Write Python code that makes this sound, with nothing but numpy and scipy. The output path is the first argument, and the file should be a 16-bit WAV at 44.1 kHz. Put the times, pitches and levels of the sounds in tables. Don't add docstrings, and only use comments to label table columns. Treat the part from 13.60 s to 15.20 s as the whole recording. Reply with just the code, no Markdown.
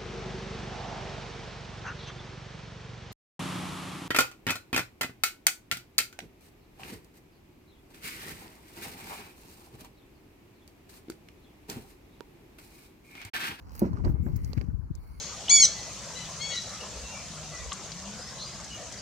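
import sys
import numpy as np
from scipy import signal
from scipy.fft import rfft, irfft
from scipy.io import wavfile
from scipy.ndimage import uniform_filter1d

SR = 44100
rng = np.random.default_rng(int(sys.argv[2]) if len(sys.argv) > 2 else 0)


def level_to_linear(level):
    exponent = np.asarray(level, float) / 20
    return 10 ** exponent


def bounce(signal):
    frames = np.transpose(np.atleast_2d(signal))
    limited = np.clip(frames, -1, 1)
    pcm = np.round(limited * 32767).astype(np.int16)
    wavfile.write(sys.argv[1], SR, pcm)


N = 70560
TIME = np.arange(N) / SR
SPACING_S = -0.0003414


def evened(x):
    return x / np.sqrt(np.mean(x ** 2) + 1e-20)


def colour(x, points):
    point_hz, db = np.transpose(points)
    hz = np.fft.rfftfreq(N, 1 / SR)
    gain = level_to_linear(np.interp(np.log(hz + 1), np.log(point_hz), db))
    return irfft(rfft(x) * gain, N)


def add(mix, start_s, sound):
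    part = mix[..., max(round(start_s * SR), 0):][..., :sound.shape[-1]]
    part += sound[..., :part.shape[-1]]


def pair(x, pan_db, apart):
    hz = np.fft.rfftfreq(N, 1 / SR)
    shifted = irfft(rfft(x) * np.exp(-2j * np.pi * hz * SPACING_S), N)
    return (np.array([x, shifted]) + apart) * level_to_linear([[pan_db / 2], [-pan_db / 2]])


def patchy(patch_db):
    real, imag, patch = rng.standard_normal((N // 64 + 8, 129, 2, 3)).T
    patch = uniform_filter1d(patch[0], size=4, axis=0)
    patch = evened(uniform_filter1d(patch, size=24, axis=1))
    spectrum = (real + 1j * imag) * level_to_linear(patch_db * patch)
    return evened(signal.istft(spectrum, nperseg=256, noverlap=192)[1][:, :N])


def wind():
    # time in seconds, left level in dB, right level in dB.
    breeze = [(0, -44.5, -47), (0.152, -46, -41), (.3, -29.5, -39.5), (0.748, -27, -36),
              (0.819, -32.5, -35), (1.096, -32.5, -50.5), (1.3, -46.5, -43), (1.6, -43.5, -46.5)]
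    # frequency in Hz, level in dB.
    breeze_colour = [(15, -21.5), (35, -0.5), (65, 0), (130, -11.5), (260, -20.5), (500, -34),
                     (1000, -72.5)]
    # middle in seconds, peak in dB, swirl frequency in Hz.
    puffs_left = [(0.312, -23, 106), (0.344, -19, 81.5), (0.389, -26, 81), (0.42, -32, 58.3),
                  (0.448, -14.5, 89), (0.499, -14.5, 108), (0.522, -23.5, 101), (0.546, -15, 75),
                  (0.604, -20, 103), (0.634, -19, 93), (0.677, -24.5, 103), (0.702, -24.5, 82),
                  (0.74, -19, 89), (0.764, -21, 87), (0.823, -33, 117), (0.852, -21, 56.4),
                  (0.899, -25, 102), (0.943, -28, 75), (0.979, -12.5, 114.5), (1.014, -34, 91.5),
                  (1.042, -26, 130), (1.09, -19, 98), (1.144, -19.5, 80.6), (1.195, -24.5, 76.4),
                  (1.237, -27, 69.4), (1.311, -20.5, 122.5), (1.389, -28.5, 57.4), (1.508, -33, 57),
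                  (1.597, -35.5, 68.4)]
    # middle in seconds, peak in dB, swirl frequency in Hz.
    puffs_right = [(0.293, -27, 155), (0.319, -26, 133), (0.405, -35, 93), (0.474, -17, 79),
                   (.517, -22.5, 97.4), (0.611, -35.5, 85), (0.709, -28.5, 106), (.919, -30.5, 81),
                   (0.988, -28.5, 92), (1.087, -35, 57.7), (1.13, -31.5, 60), (1.26, -34.5, 66.4),
                   (1.348, -32.5, 69.6)]
    puff_turns, sag, eddy_db, eddy_ratio = 0.58, 0.8, -6.5, 1.94
    half = 3 * SR // 50

    s, left_db, right_db = np.transpose(breeze)
    out = evened(colour(rng.standard_normal((2, N)), breeze_colour))
    out = out * level_to_linear([np.interp(TIME, s, left_db), np.interp(TIME, s, right_db)])
    for port, puffs in enumerate((puffs_left, puffs_right)):
        phases = rng.random((len(puffs), 2))
        for (at, db, hz), (swirl_phase, eddy_phase) in zip(puffs, phases):
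            u = np.arange(-half, half) / SR * hz
            turns = u - sag * np.log(np.cosh(u))
            swirl = np.cos(2 * np.pi * (turns + swirl_phase)) * np.exp(-0.5 * (u / puff_turns) ** 2)
            eddy = np.cos(2 * np.pi * (eddy_ratio * turns + eddy_phase))
            eddy = eddy * np.exp(-2 * (u / puff_turns) ** 2)
            add(out[port], at - 3 / 50, level_to_linear(db) * (swirl + level_to_linear(eddy_db) * eddy))
    return out


def cabin_hush():
    # frequency in Hz, level in dB.
    cabin_colour = [(60, -28), (280, 10.5), (600, -3.5), (1000, 1.5), (1700, -7), (2000, -19.5),
                    (5000, -21.5), (16000, -27)]
    return level_to_linear(-62) * evened(colour(patchy(2.0), cabin_colour))


def lining_squeaks():
    # start in seconds, length in seconds, from Hz, to Hz, level in dB.
    squeak_list = [
        (0.784, 0.16, 9100, 10350, -65.5),
        (0.832, 0.11, 12500, 12700, -66),
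    ]
    out = np.zeros(N)
    for at, length, from_hz, to_hz, db in squeak_list:
        u = np.arange(0, length, 1 / SR) / length
        waver = evened(uniform_filter1d(rng.standard_normal((2, N)), size=200))[:, :len(u)]
        hz = from_hz + (to_hz - from_hz) * np.sin(np.pi * u / 2) + 130 * waver[0]
        tone = np.sin(2 * np.pi * np.cumsum(hz) / SR)
        add(out, at, level_to_linear(db + 1.9 * waver[1]) * np.sin(np.pi * u) * tone)
    return out


def rub():
    # time in seconds, level in dB, brightness in dB.
    strokes = [(0, -72.5, -9), (.1, -67, -14.5), (0.162, -59.5, -0.5), (0.267, -58, -16), (.3, -76.5, -5),
               (0.381, -62, -37), (0.426, -77, -45), (0.449, -55, -22), (.5, -64, 2.5), (0.541, -86, -32),
               (0.601, -87, 4), (0.658, -69, 1), (0.739, -67, -10.5), (.91, -65.5, -4.5), (1.021, -63, -20),
               (1.18, -102, -13), (1.4, -77.5, 0.5), (1.55, -70.5, -5)]
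    # frequency in Hz, level in dB.
    rub_colour = [(500, -10), (900, 5.5), (1600, -2.5), (2150, -9.5), (3000, -8), (5000, -11), (10000, -11),
                  (16000, -2.5)]
    same, patch_db, grit_db = 0.84, -1.5, 3.5

    s, db, bright_db = np.transpose(strokes)
    grit = level_to_linear(grit_db * evened(uniform_filter1d(rng.standard_normal(N), size=90)))
    hiss = evened(colour(patchy(patch_db) * grit, rub_colour))
    treble = signal.sosfiltfilt(signal.butter(4, 8400, "high", fs=SR, output="sos"), hiss)
    hiss = hiss + treble * (level_to_linear(np.interp(TIME, s, bright_db)) - 1)
    hiss = hiss * level_to_linear(np.interp(TIME, s, db) + 9.0)
    apart = np.sqrt(1 - same ** 2) * np.array([hiss[1], np.roll(hiss[1], 999)])
    return pair(same * hiss[0] + lining_squeaks(), -1.9, apart)


def ticks():
    # start in seconds, peak in dB, pitch in Hz, dull snap in dB, left-right balance in dB.
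    tick_list = [(0.0708, -50, 5200, -45, 10), (0.0944, -45, 5800, -46, 4.5), (.119, -47, 6600, -41, 9),
                 (.1195, -45.5, 12500, -73, 1), (0.152, -35, 13400, -34.5, 7), (.1515, -31, 7500, -58, 8),
                 (0.163, -37, 11500, -45, -4), (0.165, -47, 5500, -58, 1), (.194, -19, 12900, -40.5, 0.5),
                 (0.1941, -33.5, 4600, -41, -3), (0.254, -50, 12900, -69, -7), (.322, -53, 5000, -68, -11),
                 (.333, -47, 5600, -58, -5), (0.3714, -50, 4150, -52, -16), (0.4473, -37.5, 4600, -35, -12),
                 (0.451, -36, 4800, -60, -20), (0.7594, -37, 6300, -50, 3),
                 (0.7642, -23.5, 15000, -69, -10), (0.766, -49, 14500, -67, -27),
                 (0.8465, -31, 6600, -75, -2), (.932, -28, 4900, -26.5, -13.5), (0.97, -39, 2870, -49, -19),
                 (0.9774, -51, 15000, -25.5, -14), (0.9785, -51, 4700, -44, -14),
                 (.982, -35.5, 2300, -30.5, -6), (1.0129, -36.5, 4900, -24, -12.5),
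                 (1.3522, -33, 6900, -65, 29)]
    tick_q, tick_turns = 1.8, 0.62
    snap_hz, thud_hz, thud_t60, thud_db = 2460, 505, 0.01, -4
    tail_db, tail_t60 = -16, 0.029
    scatter_s, scatter_db = 0.0015, -25.5

    out, t = np.zeros((2, N)), TIME[:SR // 20]
    swing = 2 * np.pi * snap_hz * t
    snap_shape = swing ** 2 * (2 - 0.5 * swing) * np.exp(-swing)
    thud = level_to_linear(thud_db - 60 * t / thud_t60) * np.sin(2 * np.pi * thud_hz * t)
    noises = rng.standard_normal((len(tick_list), 2, len(t)))
    spots = rng.random((len(tick_list), 2, 7))
    for (at, db, hz, snap_db, pan_db), noise, spot in zip(tick_list, noises, spots):
        u = t * hz / tick_turns
        ring = level_to_linear(db) * u * np.exp(1 - u) * np.sin(2 * np.pi * hz * t)
        snap = level_to_linear(snap_db) * (snap_shape + thud)

        taps = np.zeros((2, 200))
        place = np.clip(spot * scatter_s * SR, 3, 199).astype(int)
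        np.put_along_axis(taps, place, np.sign(noise[:, :7]) * level_to_linear(scatter_db * spot), 1)
        taps[:, 0] = 0.57
        taps = taps / np.linalg.norm(taps, axis=1)[:, None]
        direct = signal.fftconvolve((ring - snap)[None], taps, axes=1)[:, :len(t)]

        band = evened(signal.lfilter(*signal.iirpeak(min(hz, SR / 2.5), tick_q, SR), noise))
        dull = uniform_filter1d(noise[::-1], size=7)
        tail = level_to_linear(tail_db - 60 * t / tail_t60) * (level_to_linear(db) * band + level_to_linear(snap_db + 3.5) * dull)
        both = np.array([np.roll(direct[0], -round(SPACING_S * SR)), direct[1]])
        both = both + tail * np.minimum(t * 2000, 1)
        add(out, at, both * level_to_linear([[min(pan_db, 0)], [min(-pan_db, 0)]]))
    return out


def pops():
    # start in seconds, level in dB, pitch in Hz, time to fall 60 dB in seconds.
    pop_list = [(.152, -49, 1326, 0.027), (.2555, -55, 1390, 0.012), (.33, -43.5, 1035, 0.038),
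                (.371, -39, 1206, 0.024), (.396, -45.5, 996, 0.037), (.4465, -42, 630, 0.014),
                (.4565, -29.5, 830, 0.01), (.479, -44, 1580, 0.022), (.553, -43.5, 726, 0.013),
                (.664, -43, 1610, 0.019), (.9325, -35.5, 580, 0.017), (1.012, -36, 425, 0.012),
                (1.101, -53.5, 1480, 0.028)]
    out, t = np.zeros(N), TIME[:SR // 15]
    for at, db, hz, t60 in pop_list:
        tones = np.sin(2 * np.pi * hz * t) + 0.34 * np.sin(2 * np.pi * 1.188 * hz * t)
        add(out, at, level_to_linear(db - 60 * t / t60) * np.minimum(t / 0.0014, 1) * tones)
    return pair(out, -13, 0)


def creaks():
    # start in seconds, length in seconds, level in dB.
    creak_list = [
        (0.207, 0.13, -38),
        (0.32, 0.096, -50),
        (0.354, 0.18, -49),
        (0.437, 0.1, -38.5),
        (0.544, 0.1, -53.5),
        (0.661, 0.057, -41.5),
        (1.007, 0.029, -40.5),
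        (1.055, 0.13, -56),
    ]
    # frequency in Hz, level in dB.
    creak_colour = [(80, -42), (250, 4.5), (600, -13), (850, -13.5), (1150, -15), (1500, -18.5),
                    (2600, -37), (4000, -59)]
    slips_per_s, spread_db, rise = 3200, 4, 0.21

    swell = np.zeros(N)
    for at, length, db in creak_list:
        u = np.arange(0, 2 * length, 1 / SR) / (length * rise)
        add(swell, at, level_to_linear(db) * u * np.exp(1 - u))
    slips = rng.standard_normal((3, N)) * (rng.random((3, N)) < slips_per_s / SR)
    slips = slips * level_to_linear(spread_db * np.minimum(rng.exponential(1, (3, N)), 4))
    body = swell * evened(colour(slips, creak_colour))
    return pair(body[0], -4.3, 0.5 * body[1:])


def knocks():
    # frequency in Hz, level in dB, time to fall 60 dB in seconds.
    shaft = [(204.1, -4.5, 0.059), (238, -9.5, 0.13), (362.2, -1, 0.059), (435.6, -5.5, .04),
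             (556, -9, 0.043), (616, -32.5, 0.033), (843, -27, 0.022), (956, -20, 0.086)]
    # start in seconds, level in dB, contact time in seconds.
    blows = [(.2182, -12.5, 0.00052), (.2232, -16, 0.0015), (0.227, -14.5, .002), (.232, -17.5, 0.0017),
             (0.2366, -37, .0015), (.249, -11.5, 0.0035), (.259, -17.5, 0.0029), (0.263, -24, 0.0016),
             (.446, -32, 0.0027), (0.453, -28, .0006), (0.464, -22.5, 0.0011), (0.473, -21, 0.0035),
             (.482, -26.5, 0.0029), (.495, -28.5, 0.0017), (.585, -36.5, .005), (0.626, -23.5, 0.0047),
             (.657, -18.5, 0.00324), (.665, -33.5, 0.0014), (0.685, -33.5, 0.0013), (.738, -23, 0.0056)]
    push, t = np.zeros(N), TIME[:SR // 5]
    for at, db, contact in blows:
        bump = np.sin(np.pi * np.arange(0, contact, 1 / SR) / contact) ** 2
        add(push, at, level_to_linear(db) * bump / bump.sum())

    rings = []
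    for hz, db, t60 in shaft:
        tone = np.cos(2 * np.pi * hz * t) * np.minimum(t / 0.0021, 1)
        rings.append(level_to_linear(db - 60 * t / t60) * tone)
    apart = []
    for _ in range(2):
        mixed = rng.choice([-1.0, 1.0], len(shaft)) @ rings
        apart.append(signal.oaconvolve(push, mixed)[:N])
    return pair(-signal.oaconvolve(push, sum(rings))[:N], -1, level_to_linear(-12) * np.array(apart))


def whispers():
    # start in seconds, length in seconds, pitch in Hz, level in dB.
    whisper_list = [
        (0.521, 0.22, 2150, -73.5),
        (.73, 0.3, 2050, -68),
        (.8, 0.16, 4630, -82),
        (1.323, 0.077, 3600, -69),
        (1.356, 0.34, 2176, -73.5),
        (1.355, 0.34, 4420, -76.5),
        (1.363, 0.48, 9850, -73),
        (.62, 0.073, 7460, -70),
    ]
    out = np.zeros((2, N))
    noises = rng.standard_normal((len(whisper_list), 2, SR // 2))
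    for (at, length, hz, db), noise in zip(whisper_list, noises):
        swell = np.sqrt(np.sin(np.pi * np.arange(0, length, 1 / SR) / length).clip(0))
        b, a = signal.iirpeak(hz, 6.7, SR)
        narrow = evened(signal.lfilter(b, a, signal.lfilter(b, a, noise)))
        add(out, at, level_to_linear(db) * swell * narrow[:, :len(swell)])
    return out


def scene():
    # frequency in Hz, width in Hz, gain in dB.
    port_shape = [(2150, 160, 3), (3500, 330, -11), (4550, 400, 3), (8500, 450, -9)]
    hz = np.fft.rfftfreq(N, 1 / SR)
    port_db = sum(db * np.exp(-0.5 * ((hz - at_hz) / width) ** 2) for at_hz, width, db in port_shape)
    port = level_to_linear(port_db) * (hz < 16900)
    steady = rfft(rub() + cabin_hush() + creaks() + whispers())
    steady = steady * level_to_linear(-20 * (hz > 15900))
    sudden = rfft(ticks() + pops() + knocks())
    return wind() + irfft((steady + sudden) * port, N)


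def low_pass(x):
    return signal.sosfilt(signal.butter(12, 17160, fs=SR, output="sos"), x)


def record(dry):
    bass_cut = signal.butter(4, 42, "high", fs=SR, output="sos")
    return low_pass(signal.sosfilt(bass_cut, dry))


dry = scene()
out = record(dry)
bounce(out)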